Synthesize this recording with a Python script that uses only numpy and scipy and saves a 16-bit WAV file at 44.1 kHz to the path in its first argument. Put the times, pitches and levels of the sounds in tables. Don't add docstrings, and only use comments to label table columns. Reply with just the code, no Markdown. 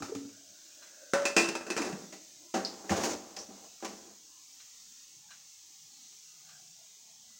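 import sys
import numpy as np
from scipy import signal
from scipy.fft import rfft, irfft, next_fast_len
from scipy.io import wavfile
from scipy.ndimage import uniform_filter1d

SR = 44100
rng = np.random.default_rng(int(sys.argv[2]) if len(sys.argv) > 2 else 0)


def digitize_waveform(pressure):
    field = np.atleast_2d(pressure).T
    bounded = np.clip(field, -1, 1)
    quanta = np.round(bounded * 32767).astype(np.int16)
    wavfile.write(sys.argv[1], SR, quanta)


def boost(x):
    u = np.asarray(x, float) / 20
    return 10 ** u


N = 325899

# hz, level_db, t60_s
LID_RING = [(212, -12, .25), (270, -14, .3), (339, 0, .45), (414, -8, .4), (458, -7, .4), (563, -12, .3),
            (690, -11, .3), (764, -11, .4), (851, -13, .4), (1010, -13, .3), (1063, -14, .4),
            (1350, -14, .4), (1505, -13, .3), (1788, -11, .3), (2003, -9, .25), (2445, 3.5, .3),
            (2612, 7, .42), (2560, 0.1, .25), (2686, 2.5, .36), (3050, -10, .3), (3811, -20, .3),
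            (4520, -16, .3), (4985, -4, .3), (5400, -8, .3), (6100, -8, .35), (6180, -3, .35),
            (6670, -16, .2), (7159, -6, .3)]
# hz, level_db, t60_s
CLOSED_POT_RING = [(82, -9, .25), (101, -6, .3), (195, -4, .3), (325, 0, .3), (440, -6, .3), (535, -4, .3),
                   (650, -2.5, .25), (764, 0.1, .25), (996, -9, .25), (1480, -18, .12), (1850, -14, .06),
                   (2630, -18, .12), (4900, -24, .08), (6600, -22, .06)]
# hz, density_db (per Hz)
LOOSE_METAL_HAZE = [(60, -51.5), (150, -13), (210, -9), (330, -3), (540, -8.5), (1000, -13.5), (1950, -10),
                    (2300, -15.5), (3040, -17), (6000, -9.5), (8000, -15), (12500, -40.5), (14000, -40),
                    (15200, -27.5)]
# hz, density_db (per Hz)
DAMPED_HAZE = [(50, -26.5), (85, -10), (141, -45.5), (200, -3.5), (330, 0), (540, -7.5), (760, -13.5),
               (1180, -14), (3250, -22), (6550, -11.5), (8500, -25), (12000, -39), (13800, -44.5),
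               (15200, -27)]


def on_log(table, hz):
    table_hz, value = np.transpose(table)
    return np.interp(np.log(np.maximum(hz, 1)), np.log(table_hz), value)


def colour(x, table):
    n = next_fast_len(len(x))
    gain = boost(on_log(table, np.fft.rfftfreq(n, 1 / SR)))
    return irfft(rfft(x, n) * gain, n)[:len(x)]


def unit(x):
    return x / np.sqrt(np.mean(x ** 2))


def band(x, hz, width_hz):
    return signal.lfilter(*signal.iirpeak(hz, hz / width_hz, SR), x)


def walk(rate_hz):
    held = int(SR / rate_hz)
    steps = np.repeat(rng.standard_normal(N // held + 1), held)
    return uniform_filter1d(steps, held)[:N]


def fading(t, t60_table, stretch):
    spectrum = rfft(rng.standard_normal(len(t)))
    hz = np.fft.rfftfreq(len(t), 1 / SR)
    out = 0
    for low in 44 * 2. ** np.arange(10):
        octave = irfft(spectrum * ((hz >= low) & (hz < 2 * low)), len(t))
        t60_s = stretch * on_log(t60_table, low * np.sqrt(2))
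        out = out + octave * boost(-60 * t / t60_s)
    return out


def hollow(t, hz, width_hz):
    lowpass = signal.butter(2, width_hz / 2, fs=SR, output="sos")
    sway = unit(signal.sosfilt(lowpass, rng.standard_normal((2, 65536))))[:, -len(t):]
    return sway[0] * np.cos(2 * np.pi * hz * t) + sway[1] * np.sin(2 * np.pi * hz * t)


def blows(events, modes, metal, ring_above_db, dense_db, dense_t60, chatter_s, crack_db, rise_s, lowest_hz):
    out = np.zeros(N + 16384)
    t = np.arange(16384) / SR
    for start_s, peak_db, bass_db, treble_db, ring in events:
        ring = max(ring, .1)
        ring_db = treble_db + ring_above_db
        balance = [(lowest_hz / 2, bass_db - 30.0), (lowest_hz, bass_db), (300, bass_db), (700, 0),
                   (1500, 0), (2400, ring_db), (3000, ring_db), (4500, treble_db)]
        chatter = rng.standard_normal(len(t)) * np.exp(-t / chatter_s)
        tones = 0
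        for (hz, db, t60_s), detune in zip(modes, rng.standard_normal(len(modes))):
            turn = 2j * np.pi * hz * (1 + 0.0017 * detune) / SR
            pole = np.exp(turn - np.log(1000) / (ring * t60_s * SR))
            tone = signal.lfilter([1], [1, -pole], chatter)
            tones = tones + boost(db) * tone.imag / np.abs(tone).max()
        haze = fading(t, [(150, 1.42 * dense_t60), (8000, dense_t60)], ring)
        crack = rng.standard_normal(len(t)) * np.exp(-t / .0015)
        dense = colour(haze + boost(crack_db) * crack, metal)
        hit = tones / 2 + boost(dense_db) * dense * boost(16.5)
        contact = 1 - np.exp(-t / rise_s)
        fade_out = np.minimum(1, (t[-1] - t) * 20)
        hit = colour(hit * contact, balance) * fade_out
        k = int(start_s * SR)
        out[k:k + len(t)] += boost(peak_db) * hit
    return out[:N]


def knocks(events, width_hz, cycles, rough, tail_t60):
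    out = np.zeros(N + 16384)
    t = np.arange(16384) / SR
    for start_s, peak_db, hz, tail_db in events:
        noise = rng.standard_normal((2, len(t)))
        snap_s = cycles / hz
        push = np.sin(2 * np.pi * hz * t) + rough * noise[0]
        push = push * np.exp(-(t / snap_s - 1) ** 2 * 2)
        snap = band(band(push, hz, width_hz), hz, width_hz)
        tail = unit(band(band(noise[1], hz, width_hz), hz, 0.76 * width_hz))
        tail = tail * boost(tail_db - 60 * t / tail_t60) * np.minimum(1, t / snap_s)
        k = int(start_s * SR)
        out[k:k + len(t)] += boost(peak_db) * (snap / np.abs(snap).max() + tail)
    return out[:N]


def sizzle():
    # hz, density_db (per Hz)
    oil_spectrum = [(30, -27), (150, -17.5), (255, -15.5), (593, -26.5), (772, -16.5), (1530, -20.5),
                    (3300, -9), (4650, -5), (6400, 2.5), (7800, -5.5), (10000, -21), (13700, -24.5),
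                    (14500, -15), (15600, -11)]
    hz, _, cells = signal.stft(rng.standard_normal(N), SR, nperseg=2048)
    patches = uniform_filter1d(rng.standard_normal(cells.shape), size=5, axis=0)
    patches = unit(uniform_filter1d(patches, size=6, axis=1))
    depth_db = on_log([(2000, 4.5), (4500, 1.2)], hz)[:, None]
    noise = signal.istft(cells * boost(depth_db * patches), SR, nperseg=2048)[1][:N]
    return boost(-54.5 + 0.8 * walk(3.7)) * unit(colour(noise, oil_spectrum))


def stove_hum():
    # middle_s, length_s, pitch_hz, level_db
    murmurs = [(0.26, .3, 159.4, -78), (5.28, 0.75, 152.4, -80.5), (6.104, 0.51, 159, -81),
               (6.598, 1.12, 159.7, -74.5), (7.153, .35, 160, -77.5), (0.296, 0.23, 301, -76),
               (0.743, 3.3, 319, -75), (2.193, 0.36, 310, -64.5), (2.418, 0.29, 324, -67),
               (4.291, 0.65, 316, -78.5), (0.447, 0.53, 630, -69), (0.808, 0.63, 604, -70.5),
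               (1.047, 0.42, 582, -63), (2.218, 0.49, 605, -71), (2.417, 0.21, 635, -68),
               (4.374, 0.32, 1050, -71.5), (5.267, 0.34, 846, -75), (5.898, 0.81, 810, -81.5),
               (6.547, 0.59, 739, -73), (6.81, 0.17, 702, -69.5), (7.105, 0.2, 699, -73.5),
               (7.264, .12, 705, -76), (0.358, 0.18, 1540, -68.5), (0.648, 1.1, 1545, -72.5),
               (0.947, 0.79, 1558, -66), (5.325, 0.11, 1580, -61), (6.529, 0.27, 1540, -68),
               (6.01, 0.54, 4340, -63.5)]
    t = np.arange(N) / SR
    flicker = boost(2.5 * walk(14))
    out = np.zeros(N)
    for middle_s, length_s, hz, db in murmurs:
        on = np.abs(t - middle_s) < .7
        swell = np.cos(np.pi * np.clip((t[on] - middle_s) / length_s, -.5, .5)) ** 2
        width_hz = min(35 + 0.13 * hz, 500)
        out[on] += boost(db) * swell * flicker[on] * hollow(t[on], hz, width_hz)
    return out


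def far_clinks():
    # start_s, peak_db, bass_db, treble_db, ring (share of free ring length)
    clinks = [(0.82, -52.5, -11, -0.5, 1), (3.8022, -56.5, -7, -9, 0.87), (4.5983, -57, -22.5, 5, 0.42),
              (5.305, -52, -42, 3, 0.62), (6.123, -66.5, -16.5, 7, 0.84), (6.4882, -55.5, -22, 1, 0.49),
              (7.3002, -65.5, -13, -26, 0.71)]
    # hz, level_db, t60_s
    clink_ring = [(1210, 3, 0.0426), (1450, 0, 0.049), (1560, -5.5, 0.051), (1700, -7, .04),
                  (2480, -6, 0.022), (2850, -4.5, 0.036), (4087, 5.5, 0.043)]
    return blows(clinks, clink_ring, LOOSE_METAL_HAZE, ring_above_db=6, dense_db=-7.5, dense_t60=0.7,
                 chatter_s=0.014, crack_db=-1.9, rise_s=0.0024, lowest_hz=200)


def lift_off_counter():
    # start_s, peak_db, bass_db, treble_db, ring (share of free ring length)
    lift_blows = [
        (0.003, -39, 3.5, -17, 0.62),
        (0.022, -25, -11.5, -3.5, 1),
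        (0.15, -34.5, 4.5, 3, 0.7),
        (0.248, -46.5, 2, -18, 0.47),
        (0.29, -49, -4, 3, 0.62),
    ]
    # hz, level_db, t60_s
    stone_ring = [(112.6, -14.5, 0.55), (244, -2.5, 0.23), (277.3, 4.5, 0.48), (378, -1.5, 0.077),
                  (439, -6.5, 0.19), (813, -12, 0.059), (1250, 0.5, 0.015), (2360, -8, 0.024),
                  (3580, -18, 0.051)]
    return blows(lift_blows, stone_ring, DAMPED_HAZE, ring_above_db=1.5, dense_db=-12, dense_t60=0.35,
                 chatter_s=0.0063, crack_db=19.5, rise_s=0.0018, lowest_hz=92.0)


def touch_rim():
    # start_s, peak_db, bass_db, treble_db, ring (share of free ring length)
    rim_blows = [
        (1.135, -18.5, -11.5, -12, 0.69),
        (1.22, -35, -15, -10, 0.66),
    ]
    # hz, level_db, t60_s
    rim_ring = [(525, -10, .3), (566, 9, .6), (610, -2.5, .35), (690, -9, .25), (1001, -7, .22),
                (1120, -11, .25), (1319, -9, .25), (1513, -8, .25), (1863, -15, .25), (2643, -12, .4),
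                (3607, -18, .15), (4942, -20, .2), (5340, -18, .2), (6632, -22, .15), (7364, -20, .15)]
    return blows(rim_blows, rim_ring, LOOSE_METAL_HAZE, ring_above_db=4.0, dense_db=-4, dense_t60=0.43,
                 chatter_s=0.008, crack_db=13.5, rise_s=.0003, lowest_hz=149.9)


def slam_lid():
    # start_s, peak_db, bass_db, treble_db, ring (share of free ring length)
    slam_blow = [
        (1.365, -17.5, -0.5, -3, 0.87),
    ]
    return blows(slam_blow, LID_RING, LOOSE_METAL_HAZE, ring_above_db=-1.0, dense_db=-4, dense_t60=0.41,
                 chatter_s=0.009, crack_db=12, rise_s=0.00071, lowest_hz=180)


def rattle_lid():
    # start_s, peak_db, bass_db, treble_db, ring (share of free ring length)
    rattle_blows = [(1.253, -24, -7, -2.5, 0.29), (1.488, -33, 8, -1, 0.16), (1.552, -28.5, -1.5, -7, 0.24),
                    (1.609, -37, -3, -13, 0.27), (1.666, -37, 1, -9.5, 0.34), (1.702, -29, 4.5, -4, 0.26),
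                    (1.765, -31, 8, -5, 0.49), (1.776, -25, -22, -11, 0.27),
                    (1.818, -33.5, -26, -3.5, 0.22), (1.847, -37, 2.5, -8.5, 0.51),
                    (1.925, -40, -6, -7.5, 0.22)]
    return blows(rattle_blows, LID_RING, LOOSE_METAL_HAZE, ring_above_db=-1.3, dense_db=-2, dense_t60=0.68,
                 chatter_s=.005, crack_db=12, rise_s=0.00091, lowest_hz=216)


def wobble():
    # start_s, peak_db, pitch_hz, tail_db
    thumps = [(0.089, -35.5, 357, -15), (0.116, -30, 433, -29), (1.799, -31.5, 304, -10),
              (1.92, -33.5, 178.4, -21), (1.974, -46, 470, -22), (2.898, -27, 189, -32),
              (2.896, -33.5, 90, -11.5)]
    return knocks(thumps, width_hz=130, cycles=2.3, rough=3, tail_t60=0.091)


def seat_lid():
    # start_s, peak_db, bass_db, treble_db, ring (share of free ring length)
    seat_blows = [(2.124, -42.5, -5, 1, 0.53), (2.54, -22.5, -7, -9, 0.88), (2.839, -43, -2, -18, 0.43),
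                  (2.893, -29, -9, -3.5, 0.98), (2.905, -28.5, 1, -4, 0.3), (2.917, -21, -12, -8.5, 0.36),
                  (2.958, -35, -28, 0.5, 1), (3.034, -28, -27, 2, 0.29), (3.364, -39, -20, 2, 0.26),
                  (3.487, -51, 7, -15, 0.75), (3.824, -35.5, -5.5, -9, 0.71),
                  (3.846, -30, -13.5, -1.5, 0.34)]
    return blows(seat_blows, CLOSED_POT_RING, DAMPED_HAZE, ring_above_db=5.5, dense_db=-1.0, dense_t60=0.34,
                 chatter_s=0.011, crack_db=5.5, rise_s=0.0016, lowest_hz=140)


def latch():
    # start_s, peak_db, pitch_hz, tail_db
    snaps = [(2.894, -26.5, 1800, -14), (2.6491, -17.5, 4800, -17.5), (3.3657, -32.5, 5160, -12),
             (3.3887, -29, 5840, -11.5)]
    return knocks(snaps, width_hz=1600, cycles=2.9, rough=0.69, tail_t60=0.19)


def twist_shut():
    # start_s, held_s, belly_db, wall_db (above belly), hiss_db (above belly)
    pushes = [(1.78, 0.063, -40.5, 0, -12), (1.83, .09, -42, -3.5, -17), (1.93, 0.12, -60, 1, 8),
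              (2.62, 0.3, -50.5, 1.5, -10), (2.905, 0.02, -38.5, 8, -18), (2.95, 0.075, -37.5, 7, -8),
              (3.029, 0.017, -36.5, 10, 12.5), (3.1, 0.043, -53, 4, 8), (3.2, 0.21, -60, 8.5, 0),
              (3.37, 0.044, -53.5, 3, -2), (3.48, 0.18, -59.5, 6, -29), (3.87, 0.022, -41, -9, -1),
              (3.949, 0.17, -57.5, -3.5, -8)]
    push_s, let_go_db_per_s = 0.028, 212.5
    t = np.arange(N) / SR
    grains = (rng.random(N) < 4000 / SR) * rng.standard_normal(N)
    body = 0
    for hz, db, t60_s in CLOSED_POT_RING:
        if hz < 1300:
            body = body + boost(db) * unit(band(grains, hz, 16.0 / t60_s))
    rubbing = unit(grains) + 1.5 * rng.standard_normal(N)
    haze = colour(rubbing, DAMPED_HAZE) * boost(2 * walk(60))
    both = unit(body) + 0.88 * unit(haze)
    belly = unit(colour(both, [(50, -21.5), (130, -19), (200, -9.5), (400, -9), (500, -19)]))
    wall = unit(colour(both, [(400, -18), (500, -4), (1100, -8), (4000, -9.5)]))
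    hiss = unit(colour(haze, [(1500, -4), (4000, -3.5)]))
    out = 0
    for start_s, held_s, belly_db, wall_db, hiss_db in pushes:
        release_db = let_go_db_per_s * np.maximum(t - start_s - held_s, 0)
        push = np.clip((t - start_s) / push_s, 0, 1) * boost(belly_db - 8 - release_db)
        out = out + push * (belly + boost(wall_db) * wall + boost(hiss_db) * hiss)
    return out


def tiled_room(near):
    # hz, t60_s
    room_decay = [(100, 0.54), (1000, 0.48), (6000, 0.35), (16000, 0.25)]
    t = np.arange(32768) / SR
    echo = fading(t, room_decay, 1.0) * (t > .004)
    echo = echo / np.sqrt(np.sum(echo ** 2))
    return boost(-9.5) * signal.fftconvolve(near, echo)[:N]


def scene():
    stove = sizzle() + stove_hum()
    near = far_clinks() + lift_off_counter() + touch_rim() + slam_lid() + rattle_lid()
    near = near + wobble() + seat_lid() + latch() + twist_shut()
    near = signal.sosfilt(signal.butter(4, 68, "high", fs=SR, output="sos"), near)
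    return (near + tiled_room(near) + stove)[None]


def band_limit(x):
    return signal.sosfilt(signal.butter(12, 17110, fs=SR, output="sos"), x)


def record(dry):
    heard = signal.sosfilt(signal.ellip(10, .3, 60, 15900, fs=SR, output="sos"), dry)
    return band_limit(heard)


dry = scene()
out = record(dry)
digitize_waveform(out)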